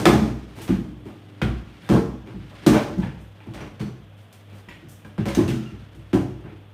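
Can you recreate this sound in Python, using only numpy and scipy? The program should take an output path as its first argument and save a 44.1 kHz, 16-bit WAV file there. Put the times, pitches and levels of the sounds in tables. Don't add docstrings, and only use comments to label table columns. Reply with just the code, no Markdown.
import sys
import numpy as np
from scipy import signal
from scipy.fft import rfft, irfft
from scipy.io import wavfile
from scipy.ndimage import uniform_filter1d

SR = 44100
rng = np.random.default_rng(int(sys.argv[2]) if len(sys.argv) > 2 else 0)


def put_to_file(sound):
    columns = np.atleast_2d(sound).T
    safe = np.clip(columns, -1, 1)
    whole_steps = np.round(safe * 32767)
    wavfile.write(sys.argv[1], SR, whole_steps.astype(np.int16))


def natural_amplitude(level_db):
    exponent = np.asarray(level_db, float) / 20
    return 10 ** exponent


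N = 296793

# pitch_hz, level_db, t60_s
WALL_MODES = [(51.7, -18, 0.24), (60.6, 9, 0.37)]
BACK_MODES = [(101.8, 0.96, 0.18), (129.4, 0.67, 0.33), (160, -0.24, 0.22)]
SIDE_MODES = [(185.7, -3, 0.12), (210.9, -3, 0.18), (240, -4.5, 0.12)]
BOX_MODES = [(272.3, -6, 0.16), (318.5, 0, 0.16), (358.6, -7, 0.15), (417.4, -10, 0.14)]
RISE_TIMES = [0.025, 0.0038, 0.0054, 0.0023]
# start_s, cabinet_db, wall_db, spot_turns (round the frame)
KNOCKS = [(0.0, -27, -49, 0.14), (0.064, -12, -23, 0.57), (0.129, -19.5, -23, 0.77),
          (0.209, -20.5, -24.5, .33), (0.695, -19, -25.5, 0.41), (1.423, -22, -24, .1),
          (1.469, -27.5, -23, 0.033), (1.898, -16, -24.5, 0.4), (1.929, -17, -43, 0.25),
          (1.969, -19.5, -28, 0.5), (2.668, -11.5, -33, 0.54), (2.698, -25.5, -27, 0.49),
          (2.752, -27, -48, 0.72), (2.975, -23, -27.5, 0.25), (3.806, -28, -40, 0.16),
          (5.187, -23.5, -39, 0.16), (5.259, -28, -31, 0.45), (5.374, -16, -39, 0.7),
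          (5.488, -24.5, -36.5, 0.4), (5.521, -27.5, -38, 0.89), (6.136, -17, -29, 0.67),
          (6.27, -40, -45, 0.59)]
# start_s, cabinet_db, wall_db, spot_turns
NUDGES = [(0.581, -42, -48, 0.77), (0.779, -35, -63, 0.34), (1.059, -39.5, -50, 0.53),
          (1.833, -51, -69, .02), (2.274, -39.5, -71, 0.87), (2.343, -35.5, -35, 0.22),
          (2.899, -35, -49, 0.71), (3.03, -58, -69, .02), (3.198, -47.5, -64, .01), (3.352, -71, -64, 0.42),
          (3.472, -35, -45, 0.068), (3.537, -38.5, -41, 1), (3.609, -41.5, -43, 0.14),
          (3.87, -42, -44, 0.67), (4.521, -49, -56, 0.33), (4.68, -46, -47, 0.9), (4.829, -45.5, -57, 0.92),
          (5.048, -46, -48.5, 0.29), (5.721, -37.5, -37, 0.18), (5.953, -43.5, -41.5, .92),
          (6.448, -39.5, -42.5, 0.89), (6.52, -48, -58, 0.68)]
# start_s, level_db, mid_share_db, high_share_db, contact_ms
CRACKS = [(0.0, -23, -11.5, -13, 2.7), (0.055, -5, -8, -18, 3), (0.084, -11, -35, -32, 3.5),
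          (0.679, -24.5, -7, -19.5, 11.7), (1.417, -19.5, -4.5, -22.5, 1.33),
          (1.89, -17.5, -10, -19.5, 5.7), (1.915, -12.5, -17, -26, 14), (2.262, -36.5, -7, -23, 16),
          (2.664, -12, -9, -13.5, 4.7), (2.722, -11.5, -10.5, -25, 15.3), (2.98, -33, -14, -18.5, 8),
          (3.022, -32.5, -0.5, -23, 10), (3.537, -34.5, -3, -14, 6.8), (3.565, -35, -2, -33, 18),
          (3.606, -31, -6, -23, 3.1), (3.796, -29.5, -7.5, -18, 9.1), (5.18, -28.5, -8, -25, 6),
          (5.256, -22.5, -9.5, -17.5, 5.8), (5.284, -29, -4, -12.5, 5.4), (5.349, -27.5, -4, -7, 1.1),
          (5.38, -19, -22, -24, 7), (5.479, -29.5, 0, -9, 6.9), (6.131, -20.5, -8, -23, 3.3),
          (6.142, -19.5, -41, -22, 2.8)]
# start_s, level_db, mid_share_db, high_share_db, contact_ms
SCUFFS = [(0.555, -34.5, -8.5, -16, 22), (0.617, -55, 3, 11, 5), (1.054, -37, -8.5, -23, 13),
          (1.82, -41.5, 1, -16, 44), (2.51, -38.5, -10, -26, 14), (3.205, -61.5, -18, -0.5, 8),
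          (3.404, -50, 7, -34, 2), (3.46, -40, -11, -27, 8), (4.169, -56.5, -6, -7, 22),
          (4.327, -54.5, 5, 0, 2.5), (4.49, -47, 0, -18, 16), (4.53, -47, -3, -11, 27),
          (4.686, -43.5, 9, -15, 12), (4.886, -62, -3, 11.5, 10), (4.91, -76, -8, 16, 12),
          (5.048, -38.5, -14, -22.5, 3), (5.515, -37.5, -3, -20, 8), (5.95, -58.5, -14, -4.5, 4.5),
          (6.385, -43.5, -22, -37, 22), (6.44, -39, -4, -33, 18.3)]
# pitch_hz, width_hz, level_db
BOARD_MODES = [(432, 12, 10.5), (570, 26, 9), (700, 56, 1.5), (830, 44, 5), (962, 17, 0), (1076, 65, 4.5),
               (1270, 25, -0.5), (1420, 78, -3), (1630, 27, 9), (2080, 22, -23), (2290, 88, -2),
               (3060, 170, -3.5), (3430, 110, -2)]
# start_s, pressure_db, sliding_db
DRAG = [(0.0, -17, -62), (0.3, -23, -56), (0.42, -37.5, -56), (0.67, -34.5, -40), (0.9, -38.5, -67),
        (1.5, -46, -50.5), (1.93, -45, -48.5), (2.1, -53, -62.5), (2.58, -42, -46.5), (2.72, -24, -35),
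        (2.94, -40, -47.5), (3.26, -53.5, -55.5), (3.6, -37, -55), (4.05, -52, -58.5), (5.16, -47.5, -56.5),
        (5.38, -27.5, -36.5), (5.8, -49.5, -52), (6.73, -49.5, -58.5)]
# start_s, level_db, pitch_hz, t60_s
FITTINGS = [(0.0557, -20.5, 2490, .03), (0.056, -19, 3450, 0.027), (0.062, -18.5, 1215, 0.12),
            (1.416, -26, 1382, 0.049), (1.4185, -34, 1960, 0.042), (1.419, -31.5, 2480, .035),
            (1.4194, -29, 3180, 0.029), (1.846, -54, 3520, 0.21), (2.665, -32, 3930, 0.032),
            (3.031, -36.5, 897, .065), (3.0328, -38, 1690, .075), (3.408, -52, 842, 0.26),
            (3.612, -47.5, 5750, .035), (3.814, -49, 4340, .11), (3.861, -59, 5900, .14),
            (4.6847, -47.5, 970, 0.088), (4.687, -42, 1905, .11), (4.688, -54.5, 5200, .055),
            (4.689, -57, 6900, .085), (4.6895, -44, 2680, .045), (5.0465, -52, 2330, .065),
            (5.0485, -47, 1585, .075), (5.288, -32, 2150, .025), (5.3495, -28.5, 6150, 0.027),
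            (5.3515, -37, 3720, .025), (5.483, -38, 2680, 0.051), (5.486, -53.5, 6860, .28),
            (5.571, -49, 1333, .16), (5.651, -52, 1350, 0.48), (5.66, -49, 2780, 0.23)]
# frequency_hz, level_db (per Hz)
AIR_SPECTRUM = [(18, -65), (30, -7), (71, 2), (106, -4), (157, 2.5), (303, -13), (364, -13), (473, -6),
                (844, -12), (962, -15), (1430, -16), (2120, -20), (3400, -17), (4780, -45), (16000, -34)]
# frequency_hz, t60_s
ROOM_DECAY = [(60, 0.68), (200, 0.56), (600, 0.61), (1500, 0.62), (3000, 0.5), (6000, 0.69), (9000, 0.5),
              (14000, 0.57)]
# frequency_hz, level_db
MICROPHONE = [(3000, 0), (7000, -1.5), (7700, -2.5), (8500, 1.5), (9300, 0), (10000, -4), (10800, -1.5),
              (13500, -3.5), (15300, -5), (15900, -28), (17000, -62)]

HOME_TURNS, NEAR_DB = np.arange(3) / 3, 4.5
CRACK_TOP_DB, SCUFF_TOP_DB = -11.5, -5.5
TOP_FOLLOWS = 1.055
TICK_DB, TICK_LOSS_DB = 17.5, 5.5
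SMEAR_S, CLUMP_DB = 0.012, 4.0
HISS_DB, HISS_FOLLOWS = -26.0, 0.88
AIR_DB, HUM_DB = -58, -52.5
HUM_HZ, HUM_WIDTH_HZ, HUM_WAVER = 101, 5, 0.3
LENGTH = 32768


def bumps():
    slow = 16
    room = signal.resample_poly(rooms(0.75), 1, slow, axis=1)
    out = np.zeros(N // slow + 1)
    t = np.arange(LENGTH // slow) * slow / SR
    blows = sorted(KNOCKS + NUDGES)
    luck = rng.random((len(blows), 4, 4, 3))
    parts = (WALL_MODES, BACK_MODES, SIDE_MODES, BOX_MODES)
    for k, (start_s, cabinet_db, wall_db, spot) in enumerate(blows):
        panels_db = cabinet_db + NEAR_DB * np.cos(2 * np.pi * (spot - HOME_TURNS))
        for modes, rise_s, part_db, chance in zip(parts, RISE_TIMES, [wall_db, *panels_db], luck[k]):
            ring = np.zeros(len(t))
            for (hz, level_db, t60_s), (a, b, turns) in zip(modes, chance):
                decay = natural_amplitude(level_db + 5.2 * (a - 0.5) - 60 * t / t60_s)
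                pitch_hz = hz * (1 + 0.052 * (b - 0.5))
                ring += decay * np.sin(2 * np.pi * (pitch_hz * t + turns))
            ring *= 1 - np.exp(-t / rise_s)
            ring = signal.fftconvolve(ring, room[k % len(room)])[:len(t)]
            add(out, (start_s - 0.003) / slow, natural_amplitude(part_db - 10.0) * evened(ring, count=250))
    return signal.resample_poly(out, slow, 1)[:N]


def cracks():
    out, t = np.zeros(N), np.arange(4096) / SR
    room = rfft(rooms(0.75, count=8), LENGTH)
    hits = sorted([(*row, CRACK_TOP_DB) for row in CRACKS] + [(*row, SCUFF_TOP_DB) for row in SCUFFS])
    grit = rng.standard_normal((len(hits), 2, len(t)))
    luck = rng.random((len(hits), len(BOARD_MODES), 2))
    hz = np.fft.rfftfreq(LENGTH, 1 / SR)
    for k, (start_s, level_db, mid_db, high_db, contact_ms, top_db) in enumerate(hits):
        contact_s = max(contact_ms, 0.5) / 1000
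        tick = natural_amplitude(TICK_DB - TICK_LOSS_DB * np.log2(contact_s * 1000)) * np.exp(-t / 0.0018)
        smear = np.exp(-t / (SMEAR_S + contact_s)) * (1 - np.exp(-t / contact_s))
        clumps = natural_amplitude(CLUMP_DB * evened(uniform_filter1d(grit[k, 1], 130)))
        burst = rfft(grit[k, 0] * (tick + smear * clumps))
        burst = irfft(burst / abs(burst)) * (t < 0.085)
        slope = [(250, -22.0), (450, -2.5), (900, -7.5), (2500, mid_db - 6.0),
                 (6000, high_db - 4.5), (12000, top_db + TOP_FOLLOWS * high_db)]
        board = 1
        for (mode_hz, width_hz, mode_db), (a, b) in zip(BOARD_MODES, luck[k]):
            detuned_hz = mode_hz * (1 + 0.15 * (b - 0.5))
            board = board + natural_amplitude(mode_db + 21.0 * (a - 1.0)) / (1 + 2j * (hz - detuned_hz) / width_hz)
        heard = rfft(burst, LENGTH) * causal(read(slope, hz)) * board * room[k % len(room)]
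        add(out, start_s, natural_amplitude(level_db + 34.0) * irfft(heard))
    return out


def drag():
    start_s, *controls_db = np.transpose(DRAG)
    press_db, slide_db = (np.interp(np.arange(N) / SR, start_s, db) for db in controls_db)
    unevenness = evened(uniform_filter1d(rng.standard_normal(N), 900))
    grains = rng.standard_normal(N) * natural_amplitude(2.24 * unevenness)
    shake = sum(natural_amplitude(db) * band(grains, hz * 0.93, hz * 0.943, order=1)
                for hz, db, _ in BACK_MODES + SIDE_MODES + BOX_MODES)
    rumble = natural_amplitude(press_db) * evened(shake)
    scrape = natural_amplitude(slide_db) * evened(band(grains, 430, 3180))
    hiss = natural_amplitude(HISS_DB + HISS_FOLLOWS * slide_db) * evened(band(grains, 1900, 11300))
    return rumble + scrape + hiss


def clinks():
    dry, t = np.zeros(N), np.arange(8192) / SR
    for start_s, level_db, hz, t60_s in FITTINGS:
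        pair = np.sin(2 * np.pi * hz * t) + 0.92 * np.sin(2 * np.pi * hz * 1.024 * t)
        onset = 1 - np.exp(-t / 0.00037)
        add(dry, start_s, natural_amplitude(level_db - 60 * t / t60_s) * pair * onset)
    return signal.fftconvolve(dry, 0.5 * rooms(1.34, count=1)[0])[:N]


def air():
    hz = np.fft.rfftfreq(N, 1 / SR)
    low_cut = 1 + (95 / (hz + 1)) ** 6
    hiss = irfft(rfft(rng.standard_normal(N)) * natural_amplitude(read(AIR_SPECTRUM, hz)) / low_cut, N)
    waver = irfft(rfft(rng.standard_normal(N)) / (1 + ((hz - HUM_HZ) / HUM_WIDTH_HZ) ** 2), N)
    hum = np.sin(2 * np.pi * HUM_HZ * np.arange(N) / SR) + HUM_WAVER * evened(waver)
    return natural_amplitude(AIR_DB) * evened(hiss) + natural_amplitude(HUM_DB) * evened(hum)


def rooms(direct, count=5):
    taps = np.zeros((count, LENGTH))
    slots = np.arange(160, LENGTH - 20, 20)
    at = slots + rng.integers(0, 20, (count, len(slots)))
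    np.put_along_axis(taps, at, rng.choice([-1., 1.], at.shape), 1)
    hz, t, z = signal.stft(taps, SR, nperseg=512)
    decay = natural_amplitude(-60 * t / read(ROOM_DECAY, hz)[:, None])
    tail = signal.istft(z * decay, SR, nperseg=512)[1][:, :LENGTH]
    tail[:, :160] = 0
    tail *= 1 + 0.94 * np.exp(-np.arange(LENGTH) / SR / 0.035)
    tail /= np.linalg.norm(tail, axis=1, keepdims=True)
    tail[:, 0] = direct
    return tail


def causal(gain_db):
    quefrency = irfft(np.log(natural_amplitude(np.maximum(gain_db, -100))))
    half = len(quefrency) // 2
    quefrency[1:half] *= 2
    quefrency[half + 1:] = 0
    return np.exp(rfft(quefrency))


def band(x, lo_hz, hi_hz, order=2):
    return signal.sosfilt(signal.butter(order, [lo_hz, hi_hz], "band", fs=SR, output="sos"), x)


def evened(x, count=None):
    return x / np.sqrt(np.mean(x[:count] ** 2) + 1e-20)


def read(points, hz):
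    f, value = np.transpose(points)
    return np.interp(np.log(hz + 1), np.log(f + 1), value)


def add(mix, start_s, sound):
    part = mix[max(round(start_s * SR), 0):][:len(sound)]
    part += sound[:len(part)]


def scene():
    mix = bumps() + cracks() + natural_amplitude(-10.5) * drag() + clinks() + air()
    return mix[None]


def low_pass(x):
    return signal.sosfilt(signal.butter(12, 15830, fs=SR, output="sos"), x)


def record(dry):
    overloaded = 1.67 * np.tanh(dry / 1.068)
    cut = signal.sosfilt(signal.butter(2, 45, "high", fs=SR, output="sos"), overloaded)
    colour = irfft(causal(read(MICROPHONE, np.fft.rfftfreq(1024, 1 / SR))))
    mix = signal.oaconvolve(cut, colour[None])[:, :N]
    return low_pass(mix)


dry = scene()
out = record(dry)
put_to_file(out)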